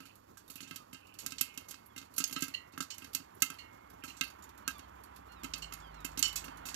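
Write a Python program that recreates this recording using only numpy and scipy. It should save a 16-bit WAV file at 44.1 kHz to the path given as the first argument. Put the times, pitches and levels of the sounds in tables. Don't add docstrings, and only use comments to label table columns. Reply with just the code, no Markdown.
import sys
import numpy as np
from scipy import signal
from scipy.fft import rfft, irfft
from scipy.io import wavfile

SR = 44100
rng = np.random.default_rng(int(sys.argv[2]) if len(sys.argv) > 2 else 0)


def wrap_up_sound(samples):
    columns = np.atleast_2d(samples).T
    tamed = np.clip(columns, -1, 1)
    steps = np.round(tamed * 32767).astype(np.int16)
    wavfile.write(sys.argv[1], SR, steps)


N = 297978


def amp(db):
    return 10 ** (np.asarray(db) / 20)


def rms_of(x):
    return np.sqrt(np.mean(x ** 2))


def rms_one(x):
    return x / np.sqrt(np.mean(x ** 2) + 1e-20)


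def samples_of(start_s):
    return np.round(start_s * SR).astype(int)


def in_time(rows):
    start_s, *columns = np.transpose(rows)
    return [np.interp(np.arange(N) / SR, start_s, column) for column in columns]


def band(x, low_hz, high_hz):
    return signal.sosfilt(signal.butter(2, [low_hz, high_hz], "band", fs=SR, output="sos"), x)


def high_pass(x, order, hz):
    return signal.sosfilt(signal.butter(order, hz, "high", fs=SR, output="sos"), x)


def peaking(x, hz, width_hz, gain_db):
    a, w, q = np.sqrt(amp(gain_db)), 2 * np.pi * hz / SR, np.pi * width_hz / SR
    zeros = [1 + q * a, -2 * np.cos(w), 1 - q * a]
    poles = [1 + q / a, -2 * np.cos(w), 1 - q / a]
    return signal.lfilter(zeros, poles, x)


def coloured(spectrum):
    hz, db = np.transpose(spectrum)
    bins_hz = np.arange(1, N // 2 + 2) * SR / N
    curve_db = np.interp(np.log(bins_hz), np.log(hz), db)
    return rms_one(irfft(rfft(rng.standard_normal(N)) * amp(curve_db), N))


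def drift(rate_hz):
    r = np.exp(-80 * np.pi * rate_hz / SR)
    slow = signal.lfilter([1], [1, -2 * r, r * r], rng.standard_normal(N // 40 + 2002))[2000:]
    return np.interp(np.arange(N) / 40, np.arange(len(slow)), rms_one(slow))


def stir(at, db, t60_s):
    kicks = np.full(N, 1e-9)
    kicks[at] = amp(db)
    return signal.lfilter([1], [1, -amp(-60 / (t60_s * SR))], kicks)


def struck(modes, at, blow_db, spread_db, rough_db, in_step=False):
    out = np.zeros(N)
    blow_db = np.broadcast_to(blow_db, (len(modes), len(at)))
    for k, (hz, db, t60_s) in enumerate(modes):
        neighbour = (0.0296 * (-1) ** k, rough_db, .45)
        for detune, gain_db, life in [(0, 0, 1), neighbour]:
            chance = rng.standard_normal((len(at), 2))
            sign = 1 if in_step else np.sign(chance[:, 1])
            clicks = np.full(N, 1e-18)
            clicks[at] = amp(blow_db[k] + db + gain_db + spread_db * chance[:, 0]) * sign
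            r = amp(-60 / (t60_s * life * SR))
            w = 2 * np.pi * hz * (1 + detune) / SR
            out += signal.lfilter([0, np.sin(w)], [1, -2 * r * np.cos(w), r * r], clicks)
    return out


UNEVEN_DB, BLOCK_SAMPLES = 5, 2048


def uneven_noise():
    blocks = rfft(rng.standard_normal((N // BLOCK_SAMPLES + 1, BLOCK_SAMPLES)))
    peaks = amp(UNEVEN_DB * rng.standard_normal(blocks.shape))
    return rms_one(irfft(blocks * peaks).ravel()[:N])


def cracks(at, t60_s, levels_db, rise_s=0.0012):
    out, t = np.zeros(N), np.arange(int(.2 * SR)) / SR
    ranges = [(2820, 6060, 1.0), (5710, 8130, 0.84), (9100, 14250, 0.66)]
    for (low_hz, high_hz, quick), db in zip(ranges, levels_db):
        shape = np.zeros(N + len(t))
        for i, gain, life in zip(at, amp(db), np.clip(t60_s, .005, .3)):
            shape[i:i + len(t)] += gain * (1 - np.exp(-t / rise_s)) * amp(-60 * t / (life * quick))
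        noise = uneven_noise()
        flicker_db = 2.8 * band(rng.standard_normal(N), 160, 1490) / 0.22
        snaps = noise * amp(flicker_db)
        out += band(shape[:N] * snaps / rms_of(band(snaps, low_hz, high_hz)), low_hz, high_hz)
    return out


SIZZLE_DB = -79.5
SPLASH_DB, SPLASH_FOLLOWS, SPLASH_T60_S = -62, 0.36, 0.22


def sizzle():
    start_s, crack_db, _, top_db, *_ = np.transpose(BURSTS)
    bright_db = crack_db + top_db
    splash_db = SPLASH_DB + SPLASH_FOLLOWS * (bright_db - bright_db.mean())
    splash = stir(samples_of(start_s), splash_db, SPLASH_T60_S)
    born = rng.random(N) < 4000 * amp(3.5 * drift(25)) / SR
    sizes = amp(2.6 * np.minimum(rng.exponential(1, N), 5))
    snaps = born * sizes * rng.choice([-1, 1], N)
    return (amp(SIZZLE_DB) + splash) * rms_one(band(snaps, 1300, 10700))


# start_s, roar_db (before a fixed lift), engine_hz (firing rate), engine_db
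TRAFFIC = [(0, -70.5, 64.3, -86), (3.4, -63, 60, -83.5), (4.1, -62, 57.1, -70), (4.4, -60, 61.3, -74),
           (4.72, -59.5, 62.4, -66.5), (5.25, -60, 63.5, -66.5), (5.45, -58, 53.3, -61.5),
           (5.7, -58, 51.9, -60.5), (6.4, -55.5, 51.5, -58.5), (6.76, -54, 54, -64.5)]
# pitch_hz, level_db (per Hz)
TYRE_ROAR = [(44, -28), (75, 2), (125, -14), (301, -7), (500, -14.5), (750, -3), (942, -0.5), (1460, -7.5),
             (3220, -20), (5000, -40), (6500, -59)]


def street():
    roar_db, engine_hz, engine_db = in_time(TRAFFIC)
    phase = 2 * np.pi * np.cumsum(engine_hz * (1 + 0.012 * drift(5))) / SR
    drone = 1.3 * np.sin(phase) + 0.04 * np.sin(2 * phase) + 0.55 * np.sin(3 * phase)
    engine = amp(engine_db + 1.5 * drift(12)) * drone
    roar = amp(roar_db + 2.5 + 0.36 * drift(20.0)) * coloured(TYRE_ROAR)
    return engine + roar


# pitch_hz, level_db (per Hz)
ROOM_SPECTRUM = [(18, -27), (30, 0.5), (81, -4), (280, 2.5), (684, -4), (1280, -4), (1810, -30.5),
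                 (7270, -17.5), (8980, -29.5), (12000, -21), (16000, -24)]
ROOM_TONE_DB = -65.5
# pitch_hz, level_db (rms)
MAINS_HUM = [(100, -75.5)]


def room_tone():
    t = np.arange(N) / SR
    hum = 0
    for hz, db in MAINS_HUM:
        hum = hum + amp(db + 0.81 * drift(11)) * np.sqrt(2) * np.sin(2 * np.pi * hz * t)
    return amp(ROOM_TONE_DB + 3.1 * drift(21.0)) * coloured(ROOM_SPECTRUM) + hum


# start_s, crack_db (peak), thump_db (against the crack),
# top_db (swing of the crack's top range), crack_t60_s (held to 0.005-0.3 s), lid_tilt_db (per octave)
BURSTS = [(0.0034, -51, -0.5, -3, 0.024, -4), (0.0545, -53.5, -9.5, 5, 0.012, -7),
          (0.371, -55.5, -20, -3, 0.14, -21), (0.4992, -53.5, -1, 2.5, 0.15, 2.5),
          (0.5551, -56.5, 3, 9, 0.09, 3), (0.6052, -51.5, 1, -4.5, 0.16, 2),
          (0.627, -49, -4.5, -30, 0.15, -1), (0.6745, -51.5, -5.5, -20, .15, -3),
          (0.71, -39.5, -5.5, -1, 0.014, -2.5), (0.759, -42, -14.5, -2, 0.058, 6),
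          (0.9293, -53.5, 1, -1.5, 0.094, 1.5), (0.945, -45.5, -6.5, -41, 0.034, 3),
          (1.1868, -43, -31, -10, 0.23, -6), (1.2621, -32, -20, -2.5, 0.039, 2),
          (1.3206, -33.5, -15, -10, 0.026, -3.5), (1.382, -30.5, -52, -35.5, 0.06, 1),
          (1.4104, -25, -19, 3.5, 0.038, 3.5), (1.5752, -34.5, -20.5, -6.5, 0.032, 2),
          (1.6843, -50.5, -25, -4, 0.2, -2), (1.7088, -44.5, -14.5, -0.5, 0.046, 1),
          (1.742, -40.5, -22.5, -37.5, 0.036, 1), (1.9622, -51, -1.5, 0, 0.043, -2),
          (1.9777, -40.5, -10.5, -13.5, 0.082, 2), (2.014, -52, -1.5, -12, 0.025, 4),
          (2.18, -33, -13, 4, 0.08, 2.5), (2.202, -31, -10, -19.5, 0.078, -2),
          (2.24, -22.5, -75, -11.5, 0.032, 32), (2.31, -50, 1.5, -1, 0.056, 2),
          (2.326, -40.5, -12, -2, 0.083, 8), (2.3631, -23.5, -18.5, -22, 0.012, -1.5),
          (2.422, -26.5, -10, -8.5, 0.042, 0.5), (2.481, -44, -7.5, -2.5, 0.043, -5),
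          (2.7362, -61.5, 8.5, -21.5, .046, 5), (2.777, -47.5, 3.5, -3, 0.069, -13),
          (2.8044, -28.5, -12, -14, 0.054, -8.5), (2.903, -34, -46, -25, 0.1, -5),
          (2.9808, -45, -17, 3.5, 0.036, -2), (3.021, -54.5, -1.5, -4, 0.03, -7),
          (3.0435, -56, 1, 2.5, 0.056, 5.5), (3.1484, -24.5, -25.5, -3, 0.038, 4),
          (3.1995, -63.5, 14.5, -30, .043, -1), (3.4206, -19.5, -19, -3, 0.04, -2.5),
          (3.5015, -34.5, -17, -3, 0.02, -6), (4.037, -49.5, -1.5, -5.5, 0.21, -7.5),
          (4.079, -53, -1.5, -11.5, 0.32, 0), (4.167, -53.5, -24, -16, 0.5, -2),
          (4.2106, -16.5, -25, -13.5, 0.014, 2.5), (4.6771, -25, -18, -7, 0.032, -8),
          (4.792, -45, -13, -14.5, 0.036, 3.5), (5.4331, -39, -10.5, -8, 0.033, -5),
          (5.442, -40, 0.5, -7, 0.056, 0.5), (5.5361, -23.5, -28, -39, 0.046, 7.5),
          (5.7227, -40, -12.5, -11, 0.041, 0), (5.7349, -42, -25, 0.5, 0.046, -12),
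          (6.0463, -38, -4.5, -3.5, 0.087, -1), (6.174, -34.5, -9, -12, 0.11, 0),
          (6.1916, -40, -8.5, 11.5, 0.035, 7), (6.2261, -10.5, -47, -17, 0.023, 4),
          (6.3567, -32.5, -37, -9, 0.17, -10), (6.441, -49.5, -3, -6.5, 0.19, 0.5),
          (6.4813, -51, 2, -21, 0.021, -3), (6.654, -43.5, -4.5, -6.5, 0.31, 2.5),
          (6.6867, -41.5, -9.5, -19, 0.11, 0), (6.7434, -28.5, -22, -12, 0.017, 2)]
# pitch_hz, level_db, t60_s
POT_AIR = [(267, -1, 0.095), (174, -4.5, 0.057), (310, -10.5, 0.043)]
LID_MODES_HZ = [1287, 1597, 2092, 2625, 2800, 3133, 3803, 4400, 4740, 5320, 6400, 7300]
# level_db, t60_s
LID_RING = [(-1, 0.15), (-4.5, 0.13), (-5.5, 0.12), (-8, 0.12), (-4, 0.078), (-3, 0.083), (-5.5, 0.066),
            (-17.5, 0.11), (-14, 0.14), (-3.5, 0.046), (-8, 0.062), (-15, 0.025)]
CREST_DB = 9.5
UPPER_DB, UPPER_FOLLOWS, TOP_DB = 12, 0.41, 13.5
AIR_DB, LID_DB, LID_FOLLOWS = 1, -5.5, 0.58
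FLAKE_DB, FLAKE_SPREAD_DB, SETTLE_S = -23.5, 48, 0.25


def pops():
    start_s, crack_db, thump_db, top_db, crack_t60_s, tilt_db = np.transpose(BURSTS)
    at, body_db = samples_of(start_s), crack_db - CREST_DB

    chance = rng.random((900, 2))
    flake_at = (chance[:, 0] * N).astype(int)
    stir_db = 20 * np.log10(stir(at, crack_db, SETTLE_S)[flake_at])
    flake_db = stir_db + FLAKE_DB - FLAKE_SPREAD_DB * chance[:, 1]

    upper_db = body_db + UPPER_DB + UPPER_FOLLOWS * top_db
    out = cracks(at, crack_t60_s, [body_db, upper_db, body_db + TOP_DB + top_db])
    out += cracks(flake_at, np.full(len(flake_at), .035), [flake_db, flake_db - 14.0, flake_db + 7.5])

    air = struck(POT_AIR, at, crack_db + thump_db + AIR_DB, spread_db=1.5, rough_db=-13.5, in_step=True)
    out += band(air, 130, 560) * amp(1.5 * drift(40))

    lid_db = np.append(crack_db + LID_DB + LID_FOLLOWS * thump_db, flake_db + 1.0)
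    octaves = np.log2(np.array(LID_MODES_HZ)[:, None] / 2200)
    lid_db = lid_db + octaves * np.append(tilt_db, 0 * flake_db)
    modes = np.column_stack([LID_MODES_HZ, LID_RING])
    lid = struck(modes, np.append(at, flake_at), lid_db, spread_db=3.0, rough_db=-5.5)
    return out + band(lid, 1000, 12000) * amp(3.0 * drift(90))


# start_s, length_s, level_db
TICK_RATTLES = [(0.02, 0.15, -74.5), (0.559, 0.16, -72.5), (0.954, 0.33, -76), (1.204, 0.077, -78),
                (1.429, 0.17, -70.5), (4.024, 0.15, -70.5)]
WALL_MODES_HZ = [1922, 1992, 2159, 2396, 2778, 2832, 2993, 3133, 4134, 4245, 4409, 5572, 5733, 7330]
RATTLE_PER_S, RATTLE_T60_S = 250, 0.044


def rattle():
    t = np.arange(N) / SR
    level = 0
    for start_s, length_s, db in TICK_RATTLES:
        fade = np.clip(2 * (1 - (t - start_s) / length_s), 0, 1)
        level = level + amp(db) * (t > start_s) * fade
    at = np.flatnonzero((rng.random(N) < RATTLE_PER_S / SR) & (level > 0))
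    modes = [(hz, 0, RATTLE_T60_S) for hz in WALL_MODES_HZ[3:7] + LID_MODES_HZ[3:4]]
    return struck(modes, at, 20 * np.log10(level[at]), spread_db=5.0, rough_db=-14.5)


# start_s, length_s, hold_s, first_pitch_hz, last_pitch_hz, level_db, overtones_db
BIRD_CALLS = [(.152, .03, .001, 1130, 1330, -65, -20), (.765, .08, .01, 1310, 1190, -68, -10),
              (1.895, .065, 0, 1770, 1560, -80, 6), (4.635, .225, .04, 1420, 1040, -67, 1),
              (5.282, 0.155, 0.07, 1410, 1150, -68, 0), (5.816, .115, 0.013, 1740, 1475, -72, 7),
              (5.925, .115, 0.046, 1406, 1206, -67, 0), (6.502, 0.2, 0.0041, 1650, 1330, -69, -2)]
# pitch_hz, gain_db
THROAT = [(1200, 2.5), (2500, 0), (3300, 2), (4250, 1), (4800, -8), (6500, -20)]
CALL_BEND = 0.6
CALL_EDGE_S, CALL_FLUTTER_DB = .015, 2.5
CALL_DULLS_DB = -7


def bird():
    out = np.zeros(N)
    for start_s, length_s, hold_s, first_hz, last_hz, level_db, overtones_db in BIRD_CALLS:
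        t = np.arange(int(length_s * SR)) / SR
        glide = np.clip((t - hold_s) / (length_s - hold_s), 0, 1) ** CALL_BEND
        pitch_hz = first_hz + (last_hz - first_hz) * glide
        phase = 2 * np.pi * np.cumsum(pitch_hz) / SR
        tone = 0
        for k in range(1, 5):
            partial_db = np.interp(k * pitch_hz, *np.transpose(THROAT))
            if k > 1:
                partial_db = partial_db + overtones_db + CALL_DULLS_DB * t / length_s
            tone = tone + amp(partial_db) * np.sin(k * phase)
        edges = np.clip(np.minimum(t, length_s - t) / CALL_EDGE_S, 0, 1)
        out[int(start_s * SR):][:len(t)] += amp(level_db) * edges * tone
    return np.sqrt(2) * out * amp(CALL_FLUTTER_DB * drift(30))


# start_s, level_db, top_db (top range against the level)
OIL_SPITS = [(0.153, -56.5, -0.5), (0.478, -52, -2), (0.536, -52, -10), (0.69, -54, -6), (0.74, -52, -15),
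             (1.068, -52.5, -11), (1.139, -48.5, -8), (1.305, -39, -12), (1.54, -50.5, -10),
             (1.86, -60.5, 7), (2.138, -48.5, -7), (2.162, -41.5, -3), (2.274, -42.5, 1),
             (2.4047, -35.5, -10), (2.436, -31.5, -8), (2.722, -54, -10), (2.823, -35.5, -8.5),
             (2.942, -43, -12), (3.132, -39, -8), (3.348, -66, 10), (3.402, -50, -7), (3.741, -61, -10),
             (3.8993, -54.5, -2.5), (4.3, -47, -9), (4.423, -48.5, -9), (4.4382, -51.5, -6),
             (4.49, -49.5, -10), (4.576, -50, -8.5), (4.78, -58, 3), (5.035, -50, -2), (5.16, -49, -6),
             (5.3184, -50.5, -10.5), (5.578, -42.5, -6), (5.8, -49.5, -23), (5.9417, -52, -15),
             (6.0029, -51.5, -12), (6.115, -48.5, -19), (6.2518, -26.5, -25), (6.29, -39, -23),
             (6.326, -41, -10), (6.571, -47.5, -7)]
SPIT_LOW_DB, SPIT_UPPER_DB, SPIT_T60_S = -13, -9.5, 0.094


def spits():
    start_s, level_db, top_db = np.transpose(OIL_SPITS)
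    ranges_db = [level_db + SPIT_LOW_DB, level_db + SPIT_UPPER_DB, level_db + top_db]
    return cracks(samples_of(start_s), np.full(len(start_s), SPIT_T60_S), ranges_db)


# start_s, level_db, deep_db and high_db (deep and highest modes against it),
# place_deg, deep_place_deg (place on the patterns of the upper and of the deep modes)
KERNEL_KNOCKS = [(1.189, -51.5, -12, -10, 90, 49), (1.3814, -47.5, -10.5, 7, 95, 83),
                 (1.411, -54.5, -20, -1, 31, 50), (2.3584, -40.5, -10, -15, 45, 37),
                 (2.5385, -40.5, -5, -18, 33.7, 8.5), (2.905, -50.5, -7, 5.5, 77, 48),
                 (3.585, -46, -6.5, -19, 40, 39), (4.076, -51.5, -13, -14, 41.5, 45),
                 (5.62, -41.5, -21, -4, 53, 69), (6.2263, -27.5, -22, 1, 82.5, 42)]
# level_db, t60_s
WALL_RING = [(-8, 0.5), (-10, 0.7), (-4, 1.8), (-12, 0.3), (-4, 0.28), (-6, 0.17), (-4, 0.21), (-12, 0.22),
             (-7, 0.16), (-2, 0.09), (-8, 0.11), (-11, 0.19), (-8, 0.06), (-12, 0.2)]
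MODE_PATTERN = [0, 0, 1, 1, 0, 0, 1, 1, 0, 0, 1, 1, 0, 1]
DEEP_HZ, HIGH_HZ = 2500, 5000
UPPER_WALL_DB = 2
KNOCK_SKID_S = .025
KNOCK_CRACK_T60_S = 0.18


def knocks():
    start_s, level_db, deep_db, high_db, place_deg, deep_place_deg = np.transpose(KERNEL_KNOCKS)
    at, hz = samples_of(start_s), np.array(WALL_MODES_HZ)[:, None]
    angle_deg = np.where(hz < DEEP_HZ, deep_place_deg, place_deg) - 90 * np.array(MODE_PATTERN)[:, None]
    pattern = abs(np.cos(np.radians(angle_deg))) + .02
    blow_db = level_db + 20 * np.log10(pattern) + UPPER_WALL_DB * np.log2(hz / 2900)
    blow_db = blow_db + deep_db * (hz < DEEP_HZ) + high_db * (hz > HIGH_HZ)

    modes, is_deep = np.column_stack([WALL_MODES_HZ, WALL_RING]), hz[:, 0] < DEEP_HZ
    even = struck(modes[is_deep], at, blow_db[is_deep], spread_db=1.5, rough_db=-6)
    uneven = struck(modes[~is_deep], at, blow_db[~is_deep], spread_db=1.5, rough_db=-6)
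    swell = 1 - np.minimum(stir(at, 0 * level_db, KNOCK_SKID_S), 1)
    unsteady = amp(3.5 * drift(60)) * swell

    ranges_db = [level_db - 13, level_db - 3.5 + 0.48 * high_db, level_db - 17 + 0.18 * high_db]
    return even + unsteady * uneven + cracks(at, np.full(len(at), KNOCK_CRACK_T60_S), ranges_db)


# pitch_hz, level_db, t60_s
KITCHEN_TAIL = [(250, -16, 0.2), (1570, -8, 0.13), (4180, -11, 0.25), (12600, -9.5, 0.12)]


def kitchen(x):
    t, tail = np.arange(int(.5 * SR)) / SR, 0
    hz, db, t60_s = np.transpose(KITCHEN_TAIL)
    for low_hz in 125 * 2. ** np.arange(7):
        centre = np.log(low_hz * 1.4)
        level_db = np.interp(centre, np.log(hz), db)
        life_s = np.interp(centre, np.log(hz), t60_s)
        noise = band(rng.standard_normal(len(t)), low_hz, 2 * low_hz)
        noise = noise * amp(-60 * t / life_s) * (1 - np.exp(-t / 0.0024))
        tail = tail + amp(level_db) * noise / np.sqrt(life_s * SR / 14)
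    return signal.fftconvolve(x, tail)[:N]


# delay_ms, spread_ms, gain (linear)
HEAD_PATHS = [(0.541, 0.027, 0.25), (0.735, 0.076, 0.32), (0.55, 0.00354, 0.055), (1.28, 0.32, 0.12),
              (1.5, 0.86, 0.074)]
# pitch_hz, width_hz, gain_db
HEAD_DIP = (6950, 1500, -22)


def far_ear(near):
    ms = np.arange(256) / SR * 1000
    shadow = 0
    for delay_ms, spread_ms, gain in HEAD_PATHS:
        path = np.exp(-.5 * ((ms - delay_ms) / spread_ms) ** 2)
        shadow = shadow + gain * path / path.sum()
    return peaking(signal.lfilter(shadow, [1], near), *HEAD_DIP)


# pitch_hz, width_hz, gain_db
POT_RESONANCES = [(2600, 480, 8.5), (4397, 340, 10)]


def scene():
    pot = pops() + spits() + knocks() + rattle() + sizzle()
    for resonance in POT_RESONANCES:
        pot = peaking(pot, *resonance)
    pot = high_pass(pot, 2, 140)
    near = amp(3.5) * (pot + kitchen(pot) + bird() + street() + room_tone())
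    return np.array([far_ear(near), near])


# pitch_hz, width_hz, gain_db
MICROPHONE_COLOUR = [(8960, 240, -25.5), (11890, 1180, 6.5)]
CUTOFF_HZ = 16600


def record(dry):
    for colour in MICROPHONE_COLOUR:
        dry = peaking(dry, *colour)
    dry = high_pass(dry, 4, 42)
    dry = signal.sosfilt(signal.butter(6, 15300, fs=SR, output="sos"), dry)
    return signal.sosfilt(signal.cheby2(14, 70, CUTOFF_HZ, fs=SR, output="sos"), dry)


dry = scene()
out = record(dry)
wrap_up_sound(out)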